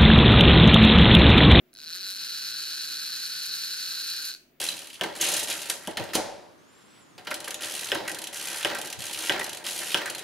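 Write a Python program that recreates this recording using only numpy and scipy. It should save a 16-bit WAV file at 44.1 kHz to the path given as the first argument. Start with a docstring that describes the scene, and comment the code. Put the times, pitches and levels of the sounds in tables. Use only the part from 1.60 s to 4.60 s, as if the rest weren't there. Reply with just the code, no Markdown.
"""In a quiet room with a low hum, a small geared electric motor is held in a hand over a table.
It starts, climbs to speed in steps and stops. Each gear tooth ticks into the plastic housing: it taps,
scratches and taps again, over steady rubbing. A 10-tooth pinion and a 30-tooth gear pattern the ticks.
Bright clicks mark the play in the gears being taken up, and the hand and table carry a low rumble.
The drive electronics sing one thin high tone, and the walls answer the motor."""
import sys
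import numpy as np
from scipy import signal
from scipy.fft import rfft, irfft, next_fast_len
from scipy.io import wavfile

SR = 44100
rng = np.random.default_rng(int(sys.argv[2]) if len(sys.argv) > 2 else 0)


def to_wav(s):
    """Save 16-bit WAV."""
    ch = np.atleast_2d(s).T  # columns
    pcm = np.round(np.clip(ch, -1, 1) * 32767)  # PCM
    wavfile.write(sys.argv[1], SR, pcm.astype(np.int16))


N = 132300

# Colour of the room noise. Each row: frequency in Hz, relative strength in dB per Hz.
AIR_COLOUR = [(18, -7), (30, -43), (98, -18.5), (232, -4.5), (434, -7), (470, -14.5), (678, -7), (733, -18),
              (881, -21), (2200, -18), (2450, -19.5), (9560, -36), (15700, -20)]
# How alike the room noise is on left and right. Each row: frequency in Hz, likeness (1 = the same).
AIR_LIKENESS = [(60, .55), (300, 0.8), (640, 0.43), (3000, 0.34), (12000, .1)]
# Parts of the low hum. Each row: frequency in Hz, level in dB.
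HUM_PARTS = [(59.2, -83), (150.7, -77.5), (247.6, -77), (360.7, -75)]
# The tone of the drive electronics. Each row: time in seconds, level in dB.
WHINE_LEVEL = [(.125, -110), (.13, -72), (.31, -70), (1.17, -62.5), (1.92, -60.5), (2.655, -60.5),
               (2.665, -110)]
# How fast the room's answer dies. Each row: frequency in Hz, seconds to fall by 60 dB.
WALL_DECAY = [(1000, .22), (2500, 0.5), (4000, 0.28), (7000, 0.38), (12000, 0.34)]
# Colour of the shaking through hand and table. Each row: frequency in Hz, relative strength in dB per Hz.
RUMBLE_COLOUR = [(40, -13), (100, -8), (200, -1.5), (400, -2.5), (700, -12), (1100, -11), (1500, -64)]
# Gear play being taken up. Each row: time in seconds, starting level in dB before colouring.
SLACK_CLICKS = [(0.1386, -42.5), (2.6467, -33), (2.6529, -23)]
# Colour of those clicks. Each row: frequency in Hz, gain in dB.
SLACK_TONE = [(700, -45), (1400, -14), (3000, -3), (5000, 2), (13000, 2), (16000, -8)]
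# How fast the gears run. Each row: time in seconds, teeth meshing per second.
TOOTH_RATE = [(.131, 10), (.15, 85.7), (.19, 134.2), (.23, 156.9), (.3, 163.2), (.38, 188.7), (.46, 194.2),
              (.57, 196.4), (.61, 224.3), (.68, 230.5), (.78, 245.7), (1.03, 247.2), (1.08, 269),
              (1.16, 273.3), (1.35, 272.8), (1.41, 288.2), (1.48, 283.8), (1.56, 300.1), (1.76, 301.3),
              (1.82, 320), (1.91, 329.8), (1.97, 309.3), (2.06, 329.1), (2.64, 330.2), (2.68, 261),
              (2.72, 202.2), (2.749, 84.5), (2.765, 65), (2.77, 0)]
# How hard the gears work. Each row: time in seconds, level in dB, treble over it in dB before the lift.
GEAR_LOAD = [(.13, -52.5, -17), (.19, -42.5, -14.5), (.3, -37.5, -14), (.36, -34.5, -10),
             (.39, -36.5, -14.5), (.44, -34.5, -13.5), (.51, -35, -9.5), (.55, -36, -11), (.62, -34.5, -13),
             (.9, -34, -12.5), (.93, -34.5, -15.5), (.97, -34.5, -12.5), (1.82, -35, -12),
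             (1.865, -35, -10), (1.91, -34.5, -16.5), (1.955, -34.5, -10), (2.0, -35, -11.5),
             (2.46, -35, -12.5), (2.5, -33.5, -11.5), (2.55, -35, -14), (2.64, -35.5, -11),
             (2.68, -34.5, -10), (2.75, -37.5, -14.5), (2.77, -58, -12)]
# Strength of each tooth of the gear, in dB.
TOOTH_STRENGTH_DB = [2, 2, 1, 1, -2, 1, -3, 0, -8, 0, -3, 1, 1, 1, 0, -5, 0, -2, 1, 0, 0, 1, 1, 2, 0, 1, -2,
                     1, 2, -5]
# Low, middle and high layer of a tick. Each row: scratch time in seconds, random scatter in dB,
# swing with the pinion in dB, swing with the gear in dB, scratch over the tap in dB,
# rubbing at full speed in dB, left-right likeness of the grit from 0 to 1.
TICK_LAYERS = [(.0006, 1.1, 1, 0.091, -3.5, 1, 0.5), (.0007, 0.7, -0.7, 0.033, -8, -9, 0.76),
               (.0009, 1.1, 1.06, 0.51, 8.5, 8.5, .45)]
# Where the three layers begin and end, in Hz.
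LAYER_EDGES_HZ = [200, 2150, 6300, 17000]
# Resonances of the plastic housing. Each row: frequency in Hz, relative gain in dB.
HOUSING_GAIN = [(410, -56.5), (700, -35), (1160, -29), (1360, -15.5), (1510, -7.5), (1660, -12.5),
                (1980, -20.5), (2250, -21.5), (2520, -12.5), (2750, -16), (2970, -13.5), (3300, -14.5),
                (3650, -14.5), (3850, -6.5), (3980, -0.6), (4320, 0.1), (4580, -3), (4820, -10),
                (5100, -7.5), (5450, -10), (6160, -12.5), (6700, -10), (7390, -19.5), (7990, -18.5),
                (8660, -13), (9100, -24.5), (9450, -16.5), (10300, -21.5), (11000, -16.5), (12200, -17.5),
                (12750, -15.5), (13500, -21.5), (14500, -24), (15700, -30.5)]
# How far left runs ahead of right in the motor's direct sound. Each row: frequency in Hz, phase in radians.
LEFT_LEAD = [(300, 1.2), (1460, 0.45), (2840, 1.24), (3270, 1.83), (3700, 0.44), (4740, 1.14), (7410, 3),
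             (15400, 9)]
# How much louder left is than right. Each row: frequency in Hz, difference in dB.
LEFT_LEAN = [(60, -2), (99, 5), (160, 4.5), (270, -1), (450, 1), (740, 1.5), (1220, 9), (2010, 0.5),
             (3330, 4), (5500, -2.5), (9080, -3.5), (15000, -4.5)]

AIR_DB, HUM_WIDTH_HZ = -64.5, 5.3
WHINE_HZ = 10081
WALLS_DB = -9
RUMBLE_DB = -31  # over the gear load
SLACK_T60_S = .009
PINION_TEETH, GEAR_TEETH = 10, 30
PINION_PEAK, GEAR_PEAK = 2.6, 1.2  # tooth at the top of each swing
FULL_SPEED = 330  # teeth per second; slower running is more even and rubs less
JITTER_S, EARLY_S = .0002, .0012  # random timing of a tick; every tick is placed this much early
WEAKER_DB = 0.5  # average random loss of a tooth at full speed
REBOUND_S, REBOUND_DB, REBOUND_SCATTER_DB = .0013, -10, 4  # a tooth taps again
TREBLE_LIFT_DB = 11  # for the high layer
BLEND_HZ = 250  # softness of the layer edges
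SPREAD_S = .0012  # bending waves at 4 kHz arrive this late, low after high
BUILD_UP = 0.21  # share of the ring before the peak
TOP_HZ = 15790


def amp(db):
    """Turn dB into a plain multiplier."""
    return 10 ** (np.asarray(db) / 20)


def unit(x):
    """Scale a sound to an average (RMS) strength of 1."""
    return x / np.sqrt(np.mean(x ** 2) + 1e-20)


def along(points, hz):
    """Read a value between (Hz, value) points on a log frequency axis."""
    f, v = np.transpose(points)
    return np.interp(np.log(hz + 1), np.log(f + 1), v)


def curves(rows, before=None):
    """Give one value per sample for each column after the time."""
    s, *columns = np.transpose(rows)
    return [np.interp(np.arange(N) / SR, s, c, left=before) for c in columns]


def filtered(x, response):
    """Multiply the spectrum of a sound by a response to frequency, which may be complex."""
    m = 2 * next_fast_len(N // 2 + SR // 4)
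    return irfft(rfft(x, m) * response(np.fft.rfftfreq(m, 1 / SR)), m)[..., :N]


def causal(gain):
    """Give this gain the phase that makes it ring only after a blow (minimum phase)."""
    c = irfft(np.log(gain + 1e-6))
    c[1:len(c) // 2] *= 2
    c[len(c) // 2 + 1:] = 0
    return np.exp(rfft(c))


def above(hz, edge_hz):
    """A soft step from 0 to 1 around an edge in frequency."""
    return .5 + .5 * np.tanh((hz - edge_hz) / BLEND_HZ)


def air():
    """Room noise, partly alike on both sides, and a low hum of narrow noise bands that waver."""
    def mid_and_side(hz):
        turn = np.arccos(along(AIR_LIKENESS, hz)) / 2
        return amp(along(AIR_COLOUR, hz)) * np.array([np.cos(turn), np.sin(turn)])

    mid, side = filtered(rng.standard_normal((2, N)), mid_and_side)
    hum = np.zeros(N)
    for hum_hz, db in HUM_PARTS:
        band = filtered(rng.standard_normal(N), lambda hz: 1 / (1 + ((hz - hum_hz) / HUM_WIDTH_HZ) ** 2))
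        hum += amp(db) * unit(band)
    return amp(AIR_DB) * unit(np.array([mid + side, mid - side])) + hum


def walls(x, count=24):
    """The room's answer is diffuse, its fine grain changing all the time; each frequency dies at its own speed."""
    noise = rng.standard_normal((count + 1, 2, SR // 2))
    hz, t, spectrum = signal.stft(noise, SR, nperseg=256)
    fade = amp(-60 * t / along(WALL_DECAY, hz)[:, None])
    tails = signal.istft(spectrum * fade, SR, nperseg=256)[1]
    hop = N // count + 1
    out = np.zeros((2, 2 * N))
    x = np.pad(x, (hop, 2 * hop))
    # overlapping pieces of the sound, each with its own tail
    for k, tail in enumerate(tails):
        part = x[k * hop:(k + 2) * hop] * np.sqrt(np.hanning(2 * hop))
        wet = signal.fftconvolve(part[None], tail / np.linalg.norm(tail[0]), axes=1)
        out[:, k * hop:k * hop + wet.shape[1]] += wet
    late = hop - 150  # the answer comes 150 samples late
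    return out[:, late:late + N]


def whine():
    """The switching tone of the motor drive: one steady sine, the same on both sides."""
    level_db, = curves(WHINE_LEVEL)
    sine = np.sin(2 * np.pi * WHINE_HZ * np.arange(N) / SR)
    return np.sqrt(2) * amp(level_db) * sine


def rumble():
    """The motor shakes the hand and the table: low noise that follows the load while the gears turn."""
    noise = filtered(rng.standard_normal(N), lambda hz: amp(along(RUMBLE_COLOUR, hz)))
    level_db = curves(GEAR_LOAD, before=-120)[0] + RUMBLE_DB
    turning = curves(TOOTH_RATE, before=0)[0] > 0
    return amp(level_db) * turning * unit(noise)


def slack():
    """A bright click, a fast-dying burst of noise, when the torque comes on or goes off."""
    out, t = np.zeros(N), np.arange(SR // 100) / SR
    for s, db in SLACK_CLICKS:
        burst = amp(db - 60 * t / SLACK_T60_S) * rng.standard_normal(len(t))
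        out[round(s * SR):][:len(t)] += burst
    return filtered(out, lambda hz: causal(amp(along(SLACK_TONE, hz))))


def housing(hz):
    """The shell's colour; a contact builds up a little and spreads out on its way through the plastic."""
    gain = amp(along(HOUSING_GAIN, hz))
    ring = np.unwrap(np.angle(causal(gain))) * (1 - BUILD_UP)
    travel = 4 * np.pi * SPREAD_S * np.sqrt(4000 * hz)
    return gain * np.exp(1j * (ring - travel)) / np.sqrt(np.mean(gain ** 2))


def gears():
    """Every tooth taps, scratches and taps again, over steady rubbing, rung through the housing."""
    speed, = curves(TOOTH_RATE, before=0)
    level_db, treble_db = curves(GEAR_LOAD, before=-120)
    turned = np.cumsum(speed) / SR  # teeth passed so far
    tooth = np.arange(int(turned[-1]) + 1)
    chance = rng.standard_normal((len(tooth), 7))

    # sample numbers of each tap and its rebound
    shift = np.round((JITTER_S * chance[:, 0] - EARLY_S) * SR).astype(int)
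    start = np.searchsorted(turned, tooth + 1e-6) + shift
    again = start + np.round(REBOUND_S * np.exp(.4 * chance[:, 5]) * SR).astype(int)

    # strength of each tooth, shared by all layers
    weaker_db = WEAKER_DB * speed[start] / FULL_SPEED * chance[:, 1] ** 2
    shared_db = np.array(TOOTH_STRENGTH_DB)[tooth % GEAR_TEETH] - weaker_db
    rebound_db = REBOUND_DB + REBOUND_SCATTER_DB * chance[:, 6]
    pinion = np.cos(2 * np.pi * (tooth - PINION_PEAK) / PINION_TEETH)
    gear = np.cos(2 * np.pi * (tooth - GEAR_PEAK) / GEAR_TEETH)

    t = np.arange(SR // 100) / SR
    grit = rng.standard_normal((2, 2, N))
    out = 0
    for k, (scratch_s, scatter_db, pinion_db, gear_db, scratch_db, rub_db, alike) in enumerate(TICK_LAYERS):
        # left and right share some of the grit
        turn = np.arccos(alike) / 2
        rough = np.cos(turn) * grit[:, :1] + np.sin(turn) * grit[:, 1:] * [[1], [-1]]
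        scratch_grit, rub_grit = rough

        swing_db = pinion_db * pinion + gear_db * gear
        size = amp(shared_db + swing_db + scatter_db * chance[:, 2 + k])
        taps = np.bincount(start, size, N)
        rebounds = np.bincount(again, size * amp(rebound_db), N)
        scratch_shape = t / scratch_s * np.exp(-2 * t / scratch_s)
        scratch = unit(signal.fftconvolve(taps, scratch_shape)[:N] * scratch_grit)
        rub = amp(rub_db + np.interp(turned, tooth, swing_db)) * rub_grit * speed / FULL_SPEED

        drive = unit(unit(taps + rebounds) + amp(scratch_db) * scratch + rub)
        is_high = k == 2
        drive = drive * amp(level_db + (treble_db + TREBLE_LIFT_DB) * is_high)
        low_hz, high_hz = LAYER_EDGES_HZ[k], LAYER_EDGES_HZ[k + 1]
        out = out + filtered(drive, lambda hz: above(hz, low_hz) - above(hz, high_hz))
    return filtered(out, housing)


def scene():
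    """The motor reaches left and right by different paths, with the room and the drive tone added."""
    motor = gears() + slack() + rumble()
    sign = np.array([[.5], [-.5]])  # half of each difference to the left, half to the right
    near = filtered(motor, lambda hz: np.exp(1j * sign * along(LEFT_LEAD, hz)))
    heard = near + amp(WALLS_DB) * walls(motor.mean(axis=0)) + air()
    return filtered(heard, lambda hz: amp(sign * along(LEFT_LEAN, hz))) + whine()


def record(dry):
    """Nothing is kept above the band limit."""
    return filtered(dry, lambda hz: hz < TOP_HZ)


dry = scene()
out = record(dry)
to_wav(out)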